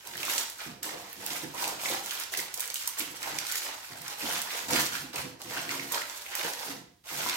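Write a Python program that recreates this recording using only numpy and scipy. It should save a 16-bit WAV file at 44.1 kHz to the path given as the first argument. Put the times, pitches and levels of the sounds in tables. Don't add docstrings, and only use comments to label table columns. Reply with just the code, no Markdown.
import sys
import numpy as np
from scipy import signal
from scipy.fft import rfft, irfft, next_fast_len
from scipy.io import wavfile
from scipy.ndimage import map_coordinates

SR = 44100
rng = np.random.default_rng(int(sys.argv[2]) if len(sys.argv) > 2 else 0)


def put_to_file(sound):
    columns = np.atleast_2d(sound).T
    safe = np.clip(columns, -1, 1)
    whole_steps = np.round(safe * 32767)
    wavfile.write(sys.argv[1], SR, whole_steps.astype(np.int16))


N = 324576
TOP_HZ = 15950


def amp(db):
    return 10 ** (np.asarray(db) / 20)


def unit(x):
    return x / np.sqrt(np.mean(x ** 2) + 1e-20)


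def along(points, hz):
    f, value = np.transpose(points)
    return np.interp(np.log(hz + 1), np.log(f + 1), value)


def wobble(rate):
    knots = rng.standard_normal(int(N * rate / SR) + 4)
    return map_coordinates(knots, [np.arange(N) * rate / SR])


def add(track, s, sound):
    start = max(round(s * SR), 0)
    part = track[..., start:start + sound.shape[-1]]
    part += sound[..., :part.shape[-1]]


def filtered(x, response):
    n = x.shape[-1]
    padded = 2 * next_fast_len(n * 5 // 8)
    spectrum = rfft(x, padded) * response(np.fft.rfftfreq(padded, 1 / SR))
    return irfft(spectrum, padded)[..., :n]


def coloured(x, points):
    def response(hz):
        cepstrum = irfft(np.log(amp(along(points, hz))))
        cepstrum[1:len(hz) - 1] *= 2
        cepstrum[len(hz):] = 0
        return np.exp(rfft(cepstrum))
    return filtered(x, response)


def resonance(f, centre, width):
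    return 1j * f * width / (centre ** 2 - f * f + 1j * f * width)


# f/Hz, likeness (0 to 1)
PORT_LIKENESS = [(100, 0.91), (250, 0.92), (500, 0.56), (1000, 0.23), (4000, 0.26), (12000, 0.05)]


def spread(pair):
    def mid_side_gains(hz):
        turn = np.arccos(np.clip(along(PORT_LIKENESS, hz), -1, 1)) / 2
        return np.array([np.cos(turn), np.sin(turn)])
    mid, side = filtered(pair, mid_side_gains)
    return np.array([mid + side, mid - side])


# f/Hz, relative level/dB
AIR_COLOUR = [(20, -30), (50, -9.5), (100, -4.5), (400, -15.5), (1000, -27), (4000, -21.5), (15000, -28)]
HUM_HZ = 69.7


def background():
    air = unit(coloured(spread(rng.standard_normal((2, N))), AIR_COLOUR))
    hum_phase = 2 * np.pi * HUM_HZ * np.arange(N) / SR + 0.5 * wobble(3.5)
    return amp(-67.5) * air + amp(-75.0) * np.sin(hum_phase)


RELEASE_DB_PER_S = 174
CREST = 0.64


def gesture(start, length, attack_s, swell_db):
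    t = np.arange(N) / SR - start
    grip = np.clip(t / attack_s, 0, 1)
    progress = np.clip(t / length, 0, 1)
    arch_db = -swell_db * (1 - progress / CREST) ** 2
    fall_db = RELEASE_DB_PER_S * np.maximum(t - length, 0)
    return grip * amp(arch_db - fall_db)


# start t/s, length/s, relative level/dB
RESTING_HANDS = [(-0.04, 0.76, -53), (0.82, 1.9, -50), (2.54, 0.093, -54.5), (2.82, 0.59, -49),
                 (3.124, 1.92, -48.5), (5.404, 1.24, -46), (7.034, 0.26, -49)]
# start t/s, length/s, then relative level/dB of flexing, rubbing, crinkling
HAND_STROKES = [(0.048, 0.16, -49.5, -47, -41.5), (0.173, 0.25, -43.5, -38.5, -33.5),
                (0.579, 0.064, -46.5, -40.5, -42.5), (0.823, 0.036, -50, -38, -37),
                (0.857, 0.13, -45, -47.5, -59), (1.194, 0.22, -45, -43.5, -37),
                (1.536, 0.16, -38, -38.5, -36), (1.782, 0.09, -39, -41, -35),
                (1.863, 0.1, -39.5, -37.5, -33), (2.034, 0.19, -47, -41.5, -38.5),
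                (2.315, 0.03, -43.5, -50, -35), (2.367, 0.036, -46.5, -40.5, -34.5),
                (2.546, 0.11, -65, -43.5, -44.5), (2.733, 0.05, -64, -47.5, -37.5),
                (2.785, 0.066, -56, -42.5, -38.5), (2.968, 0.048, -43, -39, -34),
                (3.207, 0.11, -43, -40.5, -37.5), (3.303, 0.38, -52, -42.5, -39.5),
                (3.636, 0.057, -42.5, -40, -43), (4.005, 0.14, -53, -44, -47.5),
                (4.175, 0.22, -42, -35.5, -33.5), (4.455, 0.16, -42, -38.5, -37),
                (4.68, 0.13, -34.5, -29.5, -26.5), (4.901, 0.085, -45.5, -39, -35.5),
                (5.127, 0.092, -42.5, -39, -38), (5.386, 0.043, -56, -51.5, -52),
                (5.494, 0.11, -42.5, -37.5, -37), (5.683, 0.072, -43, -38, -35),
                (5.899, 0.083, -40, -37, -34), (6.315, 0.053, -54, -40.5, -51),
                (6.36, 0.12, -41, -38, -34.5), (6.569, 0.14, -44, -41, -39), (7.081, 0.28, -44, -35.5, -36)]
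STROKE_ATTACK_S, STROKE_SWELL_DB = 0.0046, 11
TOUCH_ATTACK_S = 0.034
TOUCH_FLEX_DB, TOUCH_RUB_DB = -7, -2


def handling():
    power = np.zeros((3, N))
    for s, length, *levels_db in HAND_STROKES:
        stroke = gesture(s, length, STROKE_ATTACK_S, STROKE_SWELL_DB)
        power += np.outer(amp(levels_db), stroke) ** 2
    for s, length, db in RESTING_HANDS:
        levels_db = [db + TOUCH_FLEX_DB, db + TOUCH_RUB_DB, db]
        power += np.outer(amp(levels_db), gesture(s, length, TOUCH_ATTACK_S, 0)) ** 2
    return np.sqrt(power)


def patches(pair, patchy_db):
    z = signal.stft(pair, nperseg=512)[2]
    blur = np.outer(np.hanning(8), np.hanning(9))
    field = signal.convolve2d(rng.standard_normal(z.shape[1:]), blur, "same")
    return signal.istft(z * amp(patchy_db * unit(field)), nperseg=512)[1][:, :N]


def swarm(colour, rate, t60, scatter_db, clump_db, patchy_db):
    scatter = scatter_db * np.clip(rng.standard_normal(N), -2, 2)
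    size = amp(scatter + clump_db * wobble(50))
    flips = (rng.random(N) < rate / SR) * size
    decay = amp(-60 / (t60 * SR)) ** 2
    energy = signal.lfilter([1], [1, -decay], flips ** 2)
    bursts = np.sqrt(energy) * patches(rng.standard_normal((2, N)), patchy_db)
    return unit(coloured(spread(bursts), colour))


# f/Hz, relative level/dB
CRINKLE_COLOUR = [(1000, -44.5), (3000, -5), (5000, -3.5), (7000, -2.5), (8700, -3), (9900, -7),
                  (11200, -3), (13200, -4), (15800, -9.5)]


def crackles(rate=200, centre_hz=5800, pitch_spread=0.47, loss_db=5.0, scatter_db=5.0, wander_s=0.0001457):
    t = np.arange(SR // 200) / SR
    starts = np.flatnonzero(rng.random(N - len(t)) < rate / SR)
    traits = rng.standard_normal((N, 4))[starts].T.clip(-2, 2)
    pitch, size, place, lean = traits[:, :, None]
    hz = np.minimum(centre_hz * np.exp(pitch_spread * pitch), TOP_HZ)
    samples = (starts[:, None] + np.arange(len(t))).ravel()
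    out = []
    for side in 1, -1:
        arrival_s = wander_s * (2 + side * place)
        cycles = hz * np.maximum(t - arrival_s, 0)
        level_db = scatter_db * size + 2 * side * lean - loss_db * cycles
        ticks = amp(level_db) * np.sin(2 * np.pi * cycles)
        out.append(np.bincount(samples, ticks.ravel(), N))
    return unit(coloured(np.array(out), CRINKLE_COLOUR))


# f/Hz, relative level/dB
FLEX_COLOUR = [(150, -23.5), (330, -7), (510, -3.5), (760, -0.5), (960, 3.5), (1200, -7), (2000, -20.5),
               (5000, -47)]
# f/Hz, relative level/dB
RUB_COLOUR = [(400, -31), (900, -8), (1400, 1), (2150, 0.5), (2700, -1), (4000, -4), (6000, -7),
              (14000, -43)]


def sheet():
    flexing, rubbing, crinkling = handling()
    flex = swarm(FLEX_COLOUR, rate=500, t60=0.026, scatter_db=2.5, clump_db=2.5, patchy_db=2.0)
    rub = swarm(RUB_COLOUR, rate=400, t60=0.031, scatter_db=2.5, clump_db=1.1, patchy_db=2.0)
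    fizz = swarm(CRINKLE_COLOUR, rate=2200, t60=0.015, scatter_db=2.0, clump_db=2.5, patchy_db=2.0)
    crinkle = amp(-2.0) * fizz + amp(-8.5) * crackles()
    return flexing * amp(-1.0) * flex + rubbing * amp(-0.3) * rub + crinkling * crinkle


# f/Hz, t60/s
KITCHEN_T60 = [(100, 0.58), (500, 0.49), (2000, 0.49), (6000, 0.44), (15000, 0.21)]


def kitchen(x):
    out = np.zeros((2, N))
    step = SR // 4
    for start in range(0, N, step):
        hz, t, z = signal.stft(rng.standard_normal((2, SR // 2)), SR, nperseg=256)
        decay = amp(-60 * t / along(KITCHEN_T60, hz)[:, None])
        tail = spread(signal.istft(z * decay, SR, nperseg=256)[1])
        tail = tail / np.linalg.norm(tail[0])
        echo = signal.fftconvolve(x[:, start:start + step], tail, axes=1)
        add(out, start / SR + .004, echo)
    return out


def buckle(hz, t60, attack, breadth):
    t = np.arange(SR // 16) / SR
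    burst = rng.standard_normal((2, len(t))) * amp(-60 * t / t60) * (1 - np.exp(-t / attack))
    return unit(spread(filtered(burst, lambda f: resonance(f, hz, hz * breadth) ** 2)))


# t/s, relative level/dB, f/Hz
CREASE_SNAPS = [(0.072, -38, 7100), (0.170, -36, 9500), (0.231, -33.5, 4500), (0.251, -31.5, 8000),
                (0.338, -33, 8500), (0.380, -23, 5330), (0.3848, -31, 6500), (0.499, -36, 8000),
                (0.8302, -30, 9200), (1.129, -38, 13000), (1.263, -29.5, 9800), (1.304, -34.5, 3500),
                (1.332, -34, 7500), (1.641, -29.5, 5050), (1.6773, -30, 7500), (1.9105, -35, 6000),
                (2.060, -33, 7100), (2.094, -40, 4000), (2.1087, -30.5, 4160), (2.116, -37, 12000),
                (2.199, -32, 9140), (2.236, -35.5, 5600), (2.3373, -35.5, 3500), (2.3485, -35, 3000),
                (2.3731, -26.5, 7500), (2.4005, -30.5, 9000), (2.5406, -30.5, 7900), (2.5439, -34, 8200),
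                (2.5752, -34, 7600), (2.5957, -32, 8900), (2.6046, -24.5, 9700), (2.656, -36, 8700),
                (2.676, -35, 7800), (2.7012, -32, 6200), (2.7422, -29, 8500), (2.7574, -32, 5700),
                (2.8747, -25, 9500), (2.8764, -28.5, 8500), (2.988, -32, 11000), (2.9955, -26, 12800),
                (3.0048, -33.5, 3620), (3.229, -32, 5500), (3.264, -40, 8900), (3.3866, -26.5, 5200),
                (3.467, -32.5, 5200), (3.5148, -30, 5800), (3.522, -28.5, 8700), (3.556, -29, 6700),
                (4.017, -40, 9000), (4.080, -34.5, 5900), (4.2913, -36, 9100), (4.417, -30, 8800),
                (4.7075, -29, 10400), (4.818, -41, 8000), (4.864, -30.5, 5260), (5.1582, -31.5, 6400),
                (5.417, -38, 6000), (5.921, -26.5, 11000), (5.925, -33, 7000), (5.9448, -30, 4700),
                (6.097, -37, 4700), (6.3528, -28.5, 8900), (6.5343, -34.5, 5400), (7.2882, -31, 6000),
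                (7.296, -27.5, 4930)]
# f/Hz, gain/dB
SNAP_COLOUR = [(150, -9), (700, -5), (2000, 7.5), (5000, 3), (8800, 2.5), (9900, -1.5), (11200, 5),
               (15800, 2.5)]
SNAP_T60_S = .011
FOLLOW_S, FOLLOW_DB = .003, -8
SNAP_PAN_DB = -1.5
SNAP_ALIKE = 0.21


def snaps(stiffness=0.19):
    out = np.zeros((2, N))
    for s, db, hz in CREASE_SNAPS:
        t60 = SNAP_T60_S * (8000 / hz) ** stiffness
        delay = FOLLOW_S * np.exp(.5 * rng.standard_normal())
        for when, level in (s, db), (s + delay, db + FOLLOW_DB):
            add(out, when, amp(level - 15.5) * buckle(hz, t60, attack=0.00047, breadth=1.42))
    turn = np.arcsin(np.clip(SNAP_ALIKE, 0, 1)) / 2
    out = np.cos(turn) * out + np.sin(turn) * out[::-1]
    return coloured(out, SNAP_COLOUR) * amp([[SNAP_PAN_DB / 2], [-SNAP_PAN_DB / 2]])


# f/Hz, width/Hz, relative level/dB
TIN_MODES = [(67.5, 10, -11), (111, 28, -3), (143.7, 27, 0), (197, 41, -2), (243, 18, -4.5),
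             (273.3, 16.4, 1), (317, 26, -2), (354.8, 17, 1.5), (502.5, 13.4, 3.5), (609, 6.5, -8.5),
             (708, 5.8, 9)]


def tin_body(x):
    def response(f):
        modes = enumerate(TIN_MODES)
        return sum((-1) ** k * amp(db) * resonance(f, hz, width) for k, (hz, width, db) in modes)
    return filtered(x, response)


# start t/s, length/s, level/dB
FINGER_DRAGS = [(0.077, 0.21, -54.5), (0.635, 0.4, -57), (1.154, 0.87, -55), (2.993, 0.3, -57.5),
                (3.895, 0.17, -55.5), (4.21, 0.17, -53.5), (4.628, 0.1, -47), (4.718, 0.092, -48),
                (4.907, 0.43, -56.5), (5.433, 0.42, -50.5), (6.655, 0.13, -52.5), (7.106, 0.16, -48.5)]
DRAG_ATTACK_S = 0.012
DRAG_SWELL_DB = -0.5


def drags(skin_hz=240):
    friction = spread(rng.standard_normal((2, N)) * amp(2.45 * wobble(25)))
    friction = filtered(friction, lambda f: resonance(f, skin_hz, 2 * skin_hz))
    pressure = sum(amp(db) * gesture(s, length, DRAG_ATTACK_S, DRAG_SWELL_DB)
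                   for s, length, db in FINGER_DRAGS)
    return pressure * unit(tin_body(friction))


# t/s, relative level/dB, f/Hz
PANEL_POPS = [(0.154, -39, 1800), (0.229, -35, 2490), (0.2802, -34, 1120), (1.355, -38, 2030),
              (1.625, -30.5, 880), (1.8565, -29.5, 2140), (1.888, -37, 2330), (1.945, -31.5, 850),
              (2.3365, -31.5, 1970), (2.348, -40, 2070), (2.393, -33.5, 2000), (2.756, -35, 2970),
              (2.8754, -42.5, 965), (3.004, -38, 2250), (3.3857, -35, 2250), (5.16, -35, 2670),
              (5.570, -32.5, 1580), (5.691, -31.5, 2280), (5.795, -33.5, 2110), (5.974, -29, 1420),
              (6.017, -34, 2080), (6.2616, -38.5, 2420), (6.334, -39.5, 2020), (6.352, -38, 1820),
              (6.411, -35, 2150), (6.433, -42, 3100), (6.445, -34.5, 510), (7.262, -30, 1000)]


def pops():
    out = np.zeros((2, N))
    for s, db, hz in PANEL_POPS:
        add(out, s, amp(db - 10.5) * buckle(hz, t60=0.018, attack=0.0005, breadth=0.28))
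    return out


# t/s, relative peak level/dB, f/Hz
FINGER_BUMPS = [(0.663, -34, 240), (0.85, -37, 352), (0.933, -32.5, 438), (1.299, -37, 337),
                (1.43, -28.5, 300), (1.9, -29.5, 424), (2.375, -34.5, 420), (3.001, -35.5, 302),
                (3.318, -39.5, 182), (4.223, -34, 282), (4.716, -23, 350), (4.775, -35, 350),
                (4.984, -49, 110), (5.021, -35.5, 270), (5.184, -39.5, 108), (5.234, -32, 272),
                (5.72, -35.5, 352), (6.436, -33.5, 394), (6.68, -36, 338)]


def bumps(push_t60=0.11, ring_db=-3, thud_db=-4):
    out = np.zeros((2, N))
    t = np.arange(SR // 3) / SR
    for s, db, hz in FINGER_BUMPS:
        push = spread(rng.standard_normal((2, len(t))) * amp(-60 * t / push_t60))
        thud = filtered(push, lambda f: resonance(f, 0.92 * hz, 0.91 * hz) ** 2 / (1 + 1j * f / (2 * hz)))
        ring = tin_body(thud)
        add(out, s, amp(db + ring_db) * ring / np.abs(ring).max())
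        add(out, s, amp(db + thud_db) * thud / np.abs(thud).max())
    return out


def scene():
    rustle = sheet()
    cracks = snaps() + pops()
    knocks = drags() + bumps()
    near = rustle + cracks + knocks
    room = kitchen(amp(-4.0) * rustle + amp(-3.5) * cracks + amp(-5.5) * knocks)
    lag = .00013
    near = filtered(near, lambda hz: np.exp(1j * np.pi * lag * np.array([-hz, hz])))
    return near + room + background()


# f/Hz, level/dB
PORT_LEAN = [(100, -0.5), (280, -5), (600, -2), (1400, -3.5), (5000, -1.5), (9000, -3), (14000, -6.5)]


def record(dry):
    def ports(hz):
        lean_db = along(PORT_LEAN, hz)
        return amp(np.array([lean_db, -lean_db]) / 2) * (hz < TOP_HZ)
    return filtered(dry, ports)


dry = scene()
out = record(dry)
put_to_file(out)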